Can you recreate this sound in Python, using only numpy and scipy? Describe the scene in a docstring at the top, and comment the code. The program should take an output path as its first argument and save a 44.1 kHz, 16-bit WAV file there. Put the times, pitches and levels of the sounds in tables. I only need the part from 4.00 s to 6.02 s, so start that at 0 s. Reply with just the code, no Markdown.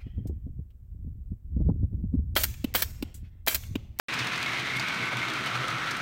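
"""Indoors, a small model train rolls along its track on a hollow baseboard and runs into a tunnel.
The sound cuts in abruptly on a rattle of tiny wheel and gear impacts, partly repeating with each axle turn.
Wheels tick over rail joints, jolting wagons ring the track near 2 kHz, and a track resonance swells midway;
later most jolts ring lower, near 1.3 kHz, and the faint sine-line hum of the drive rises and falls back.
Throughout, the board drums softly in low swells and filtered noise, and a short room tail reaches the microphone."""
import sys
import numpy as np
from scipy import signal
from scipy.fft import rfft, irfft, next_fast_len
from scipy.io import wavfile
from scipy.ndimage import map_coordinates

SR = 44100
rng = np.random.default_rng(int(sys.argv[2]) if len(sys.argv) > 2 else 0)


def master_out(mix):
    """Clip the mix to full scale and print it as 16-bit PCM to the path in sys.argv[1]."""
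    frames = np.transpose(np.atleast_2d(mix))
    ceiling = np.clip(frames, -1, 1)
    pcm = np.round(ceiling * 32767).astype(np.int16)
    wavfile.write(sys.argv[1], SR, pcm)


N = 88993
AXLE_HZ, SPEED_WANDER = 10.515, .0012  # mean axle turns per second; wander as a share of that speed


def amp(db):
    """Decibels to gain."""
    return 10 ** (np.asarray(db) / 20)


def unit(x):
    """Scale to rms 1."""
    return x / np.sqrt(np.mean(x ** 2) + 1e-20)


def curve(rows):
    """(s, value) points as one value per sample."""
    return np.interp(np.arange(N) / SR, *np.transpose(rows))


def wobble(rate):
    """A smooth random curve, rate knots a second."""
    knots = rng.standard_normal(1024)
    return map_coordinates(knots, [np.arange(N) * rate / SR], mode="wrap")


def colour(x, points):
    """Causal minimum-phase filter with the gain of the (Hz, dB) points, by folding the cepstrum."""
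    m = 2 * next_fast_len(len(x))
    f, db = np.transpose(points)
    bins_hz = np.fft.rfftfreq(m, 1 / SR)
    gain = amp(np.interp(np.log(bins_hz + 1), np.log(f + 1), db))
    cepstrum = irfft(np.log(gain), m)
    cepstrum[1:m // 2] *= 2
    cepstrum[m // 2 + 1:] = 0
    response = np.exp(rfft(cepstrum))
    return irfft(rfft(x, m) * response, m)[:len(x)]


def resonate(x, hz, width_hz):
    """x through one steep resonance (two equal band-passes in a row), at rms 1."""
    m = 2 * next_fast_len(N)
    f = np.fft.rfftfreq(m, 1 / SR)
    damping = 1j * f * width_hz * np.sqrt(2)
    response = (damping / (hz * hz - f * f + damping)) ** 2
    return unit(irfft(rfft(x, m) * response, m)[:N])


ROOM_T60_S = 0.28


def room(x, count=12):
    """The short tail of a furnished room; its reflections change as the train moves on."""
    t = np.arange(SR // 2) / SR
    place, out = np.linspace(0, count - 1, N), np.zeros(N)
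    for k in range(count):
        tail = rng.standard_normal(len(t)) * amp(-60 * t / ROOM_T60_S)
        tail *= t > .004  # the first reflection comes after 4 ms
        here = np.sqrt(np.maximum(1 - np.abs(place - k), 0))  # crossfade from place to place
        out += signal.fftconvolve(x * here, tail / np.linalg.norm(tail))[:N]
    return out


# Colour of the board's rumble. Each row: frequency in Hz, relative level in dB per Hz.
RUMBLE_COLOUR = [(20, -37), (36, -35), (48, -11), (65, -6), (95, -3.5), (130, 5.5), (210, 0), (310, 1),
                 (420, -6), (600, -20.5), (1200, -32), (4000, -68)]
# Swells of the board's main mode. Each row: centre in seconds, Gaussian spread in seconds, level in dB, pitch in Hz.
BOARD_SWELLS = [(.218, 0.018, -33, 119.1), (0.51, 0.021, -41.5, 124.5), (0.602, 0.022, -48, 123.7),
                (0.7, 0.016, -43, 126.6), (0.786, 0.02, -35.5, 122.7), (0.878, 0.02, -42.5, 127.3),
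                (1.01, 0.018, -39.5, 120.9), (1.167, 0.027, -33, 121.3), (1.28, 0.021, -39.5, 119.1),
                (1.399, 0.012, -36.5, 122.1), (1.563, 0.03, -36.5, 118.2), (1.61, 0.017, -37, 131),
                (1.705, 0.016, -37, 116.5), (1.758, 0.0098, -35, 123.2), (2, 0.018, -47, 122.1)]
# Surges of the rumble. Each row: centre in seconds, Gaussian spread in seconds, level in dB, pitch in Hz.
RUMBLE_SURGES = [(0.242, 0.057, -44, 260), (0.38, 0.02, -49, 70.6), (0.557, .025, -55, 69),
                 (0.747, 0.023, -53, 69), (.79, 0.076, -46, 188), (1.015, 0.02, -40, 283),
                 (1.13, 0.0076, -39.5, 610), (1.167, 0.031, -45.5, 208), (1.306, 0.02, -44, 270),
                 (1.418, 0.013, -38.5, 286), (1.64, 0.023, -43.5, 396), (1.938, 0.011, -45, 286)]
RUMBLE_DB = -43
SURGE_WIDTH = 0.45  # share of the pitch


def baseboard():
    """The board drums in swells on its main mode, over a broad rumble that surges now and then."""
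    t = np.arange(N) / SR

    def swell(s, spread_s, db):
        return amp(db) * np.exp(-.5 * ((t - s) / spread_s) ** 2)

    size = sum(swell(s, spread_s, db) for s, spread_s, db, hz in BOARD_SWELLS)
    pitch = curve([(s, hz) for s, spread_s, db, hz in BOARD_SWELLS])
    boom = size * np.sin(2 * np.pi * (np.cumsum(pitch) / SR + rng.random()))
    rumble = amp(RUMBLE_DB) * unit(colour(rng.standard_normal(N), RUMBLE_COLOUR))
    surges = np.zeros(N)
    for s, spread_s, db, hz in RUMBLE_SURGES:
        surges += swell(s, spread_s, db) * resonate(rng.standard_normal(N), hz, SURGE_WIDTH * hz)
    return boom + rumble + surges


# Hum lines of motor and gears. Each entry: multiple of the axle rate.
HUM_MULTIPLES = [110, 120, 125, 129, 138, 144, 174, 209]
# Strength of those lines, in the same order. Each entry: relative level in dB.
HUM_LINE_DB = [-11.5, -23, -7, -6, -9.5, -5, -26, -16.5]
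# Course of the whole hum. Each row: time in seconds, level in dB.
HUM_COURSE = [(.1, -44), (.9, -46), (1.35, -43.5), (1.8, -40.5), (2.0, -45)]


def drive(turns):
    """Motor and gears hum on high multiples of the axle rate, each line a little unsteady."""
    lines = np.zeros(N)
    for multiple, db in zip(HUM_MULTIPLES, HUM_LINE_DB):
        line_level = amp(db + 0.32 * wobble(12.0))
        lines += line_level * np.sin(2 * np.pi * (multiple * turns + rng.random()))
    return amp(curve(HUM_COURSE)) * np.sqrt(2) * lines  # root 2 brings a sine to rms 1


REPEAT_SHARE = .15  # share of impact power that returns each axle turn
IMPACTS_PER_S, SIZE_SPREAD_DB = 8000, 2.2  # rate for wheel and rail each; mean excess of the wheel knocks


def impacts(turns):
    """Tiny knocks: some sit at fixed angles of the axle and return each turn, the rest come from the rail."""
    angle, chance, size, sign = rng.random((4, 1024))
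    used = chance < IMPACTS_PER_S / AXLE_HZ / len(chance)
    size = amp(-SIZE_SPREAD_DB * np.log(np.maximum(size, 1 / 20)))  # few large, many small
    size = size * np.sign(sign - .5) * used
    laps = np.arange(int(turns[-1]) + 1)[:, None]
    at = np.searchsorted(turns, (laps + angle).ravel())
    wheel = np.bincount(at, np.tile(size, len(laps)), N + 1)[:N]
    rail = (rng.random(N) < IMPACTS_PER_S / SR) * rng.standard_normal(N)
    return np.sqrt(REPEAT_SHARE) * unit(wheel) + np.sqrt(1 - REPEAT_SHARE) * unit(rail)


# The track ringing under the wagons. Each row: time in seconds, pitch in Hz, level in dB.
TRACK_DRIFT = [(0.099, 2245, -48), (.35, 2133, -50), (.5, 2127, -39), (0.679, 2086, -41), (.82, 2232, -33),
               (.93, 2254, -40.5), (1.05, 2199, -36), (1.2, 2227, -39), (1.38, 2205, -42), (1.6, 2191, -46),
               (2.0, 2203, -50)]
TRACK_RING_WIDTH_HZ = 220


def track_ring(turns):
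    """The impacts keep one narrow resonance of the track ringing; it drifts in pitch with the train's place."""
    pitch = curve([(s, hz) for s, hz, db in TRACK_DRIFT])
    level_db = curve([(s, db) for s, hz, db in TRACK_DRIFT])
    ring = signal.hilbert(resonate(impacts(turns), pitch.mean(), TRACK_RING_WIDTH_HZ))
    drift = np.exp(2j * np.pi * np.cumsum(pitch - pitch.mean()) / SR)  # shifts the ring off its mean pitch
    return amp(level_db) * np.real(ring * drift)


# Wheels on rail joints. Each row: start in seconds, level in dB before JOINT_DB, clack and bright edge
# in dB relative to the rail ring, time to fall 60 dB in seconds.
JOINT_TICKS = [(0.138, -24.5, 5, -6.5, 0.026), (.189, -21.5, -3, -15, 0.032), (0.199, -26.5, -3, -18, .03),
               (.213, -35, 8, -12, 0.026), (.244, -33.5, 11, -14, 0.036), (0.269, -26, 5.5, -9, 0.033),
               (0.358, -27.5, 3, -18, 0.028), (.377, -24.5, -11, -11, .02), (0.427, -23.5, 8, -7.5, 0.025),
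               (.46, -36, 18, -18, 0.022), (.487, -41, -7, 4, .018), (.594, -32, -4, -7, .025),
               (0.76, -29, -3, -4, .02), (0.767, -29.5, 8, -2, 0.032), (.796, -19, 1, -13, 0.028),
               (0.884, -32, 12, -2, 0.026), (0.944, -34, 3, -6, .03), (1.056, -43, -10, 6, .015),
               (1.128, -36, 6, -7, .02), (1.169, -27.5, 7.5, -6, 0.026), (1.282, -34, 11, -10, 0.056),
               (1.299, -32, 5, -7, .03), (1.335, -25.5, -14, -10, 0.028), (1.46, -30, -14, 0, 0.022),
               (1.469, -33, 10, -12, 0.025), (1.682, -21.5, 2, -2, 0.012), (1.702, -28, -8, -10, 0.029),
               (1.908, -27, -3, -7, 0.045), (1.912, -26.5, 3, -9, 0.027), (1.967, -29.5, -9, -6, 0.031)]
# Colours of the rail ring, the plastic clack and the bright edge. Each row: frequency in Hz, relative level in dB.
RING_COLOUR = [(1000, -21), (3200, -20), (4500, 6), (6000, 1.5), (8000, -8.5), (10500, -21), (16000, -31)]
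CLACK_COLOUR = [(300, -27), (1000, 6), (2200, -27), (3500, 4), (5000, -13), (10000, -28)]
EDGE_COLOUR = [(3000, -45), (7000, 5), (9000, 6.5), (10500, -2), (12500, 2), (15700, -6)]
JOINT_DB, JOINT_ATTACK_S = -7, 0.001


def joints():
    """Each wheel over a gap gives a short tick: rail ring, plastic clack and a bright edge."""
    out, t = np.zeros(N + SR), np.arange(SR // 8) / SR
    for s, db, clack_db, edge_db, t60 in JOINT_TICKS:
        shape = (1 - np.exp(-t / JOINT_ATTACK_S)) * amp(-60 * t / t60)
        ring = unit(colour(rng.standard_normal(len(t)), RING_COLOUR))
        clack = unit(colour(rng.standard_normal(len(t)), CLACK_COLOUR))
        edge = unit(colour(rng.standard_normal(len(t)), EDGE_COLOUR))
        tick = ring + amp(clack_db) * clack + amp(edge_db) * edge
        out[round(s * SR):][:len(t)] += amp(db + JOINT_DB) * shape * tick
    return out[:N]


# Wagons jolt and ring the track beneath them. 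Each row: start in seconds, level in dB, pitch in Hz,
# time for the ring to fall 60 dB in seconds.
JOLTS = [(.141, -27, 2260, .03), (.19, -33, 2200, .03), (.375, -24, 2040, 0.036),
         (.461, -21.5, 2176, 0.051), (.505, -28, 1990, 0.034), (.533, -18.5, 2060, 0.028),
         (.57, -22, 2090, 0.035), (.657, -21, 2030, 0.037), (.701, -24, 2150, 0.04), (.712, -28, 1970, .04),
         (.751, -26, 2130, .03), (.836, -27, 2135, 0.056), (.847, -27, 2300, .04), (.858, -29, 2197, 0.045),
         (.903, -21.5, 2200, 0.032), (.928, -26, 2180, 0.035), (.941, -19.5, 2260, 0.03),
         (.957, -22, 2210, .03), (1.025, -21, 2195, 0.047), (1.037, -25, 2210, .04),
         (1.064, -28, 2060, 0.034), (1.087, -24, 2170, 0.035), (1.131, -25, 2100, 0.033),
         (1.215, -24.5, 2120, 0.041), (1.227, -23, 2150, .04), (1.347, -28, 1355, 0.061),
         (1.47, -20, 3000, .02), (1.533, -37, 1320, .05), (1.557, -24, 1350, .05), (1.601, -35, 1380, .05),
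         (1.64, -22.5, 1370, 0.041), (1.687, -22, 1299, 0.043), (1.723, -26, 1275, 0.044),
         (1.871, -23.5, 1370, 0.065)]
JOLT_ATTACK_S = 0.0014
CHATTER_DB, CHATTER_T60_S = -8, 0.034  # chatter level is relative to the jolt


def knocks():
    """Each jolt rings one short resonance and shakes the wagon's loose parts."""
    out, t = np.zeros(N + SR), np.arange(SR // 8) / SR
    attack = 1 - np.exp(-t / JOLT_ATTACK_S)
    for s, db, hz, t60 in JOLTS:
        ring = amp(-60 * t / t60) * np.sin(2 * np.pi * (hz * t + rng.random()))
        loose_parts = unit(colour(rng.standard_normal(len(t)), RATTLE_COLOUR))
        chatter = amp(CHATTER_DB - 60 * t / CHATTER_T60_S) * loose_parts
        out[round(s * SR):][:len(t)] += amp(db) * attack * (ring + chatter)
    return out[:N]


# Course of the rolling rattle. Each row: time in seconds, level in dB before ROLL_DB.
ROLL_COURSE = [(.1, -38), (.25, -37.5), (.38, -38.5), (.65, -39), (.92, -38.5), (1.1, -39.5), (1.35, -39),
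               (1.55, -40), (1.8, -40.5), (2.0, -40.5)]
# Colour of the rattle, also of the jolts' chatter. Each row: frequency in Hz, relative level in dB per Hz.
RATTLE_COLOUR = [(150, -30), (300, -8.5), (500, -10.5), (700, -4.5), (850, -6.5), (1050, -1.5),
                 (1500, -1.5), (1850, 0.5), (2400, 0.5), (2750, -3), (3900, -6), (5000, -14), (6200, -15.5),
                 (7200, -22), (9300, -25.5), (10400, -32.5), (11500, -29), (13500, -34), (15700, -37)]
# Resonances of track bed and tunnel. Each row: pitch in Hz, width in Hz, level in dB,
# time of nearest passing in seconds, reach in seconds (the level is halved that far from it).
PASSED_PLACES = [(2540, 380, -40.5, 0.2, 0.33), (1720, 350, -46.5, 0.22, 0.38),
                 (1473, 160, -41, 0.96, 0.32), (1023, 240, -45.5, 1.14, 0.18), (1230, 124, -44, 1.7, 1),
                 (1340, 127, -38.5, 1.77, 0.39), (1680, 350, -38.5, 2.07, 0.34),
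                 (620, 240, -47.5, 1.68, 0.3), (3320, 970, -45.5, 0.71, 0.38)]
ROLL_DB, FLUTTER_DB = 4.5, 1.03


def rolling(turns):
    """The impacts rattle the whole train; each place along the track rings more the nearer the wheels are."""
    t = np.arange(N) / SR
    level_db = curve(ROLL_COURSE) + ROLL_DB + FLUTTER_DB * wobble(45.25)
    out = amp(level_db) * unit(colour(impacts(turns), RATTLE_COLOUR))
    taps = impacts(turns)
    for hz, width_hz, db, nearest_s, reach_s in PASSED_PLACES:
        nearness = 1 / (1 + ((t - nearest_s) / reach_s) ** 2)
        shifted_taps = np.roll(taps, rng.integers(N))  # so that the places do not ring in step
        out = out + amp(db) * nearness * resonate(shifted_taps, hz, width_hz)
    return out


ROOM_DB = -9.5


def scene():
    """One axle speed drives rattle and hum; the room answers the clatter."""
    turns = np.cumsum(AXLE_HZ * (1 + SPEED_WANDER * wobble(4))) / SR
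    clatter = rolling(turns) + track_ring(turns) + joints() + knocks()
    near_and_room = clatter + amp(ROOM_DB) * room(clatter)
    return (near_and_room + drive(turns) + baseboard())[None]


START_S, TOP_HZ = .084, 15750  # where the sound cuts in; band limit


def record(dry):
    """The sound starts abruptly and holds nothing above the band limit."""
    m = next_fast_len(N + SR // 2)
    live = dry * (np.arange(N) / SR >= START_S)
    passed = np.fft.rfftfreq(m, 1 / SR) < TOP_HZ
    return irfft(rfft(live, m) * passed, m)[:, :N]


dry = scene()
out = record(dry)
master_out(out)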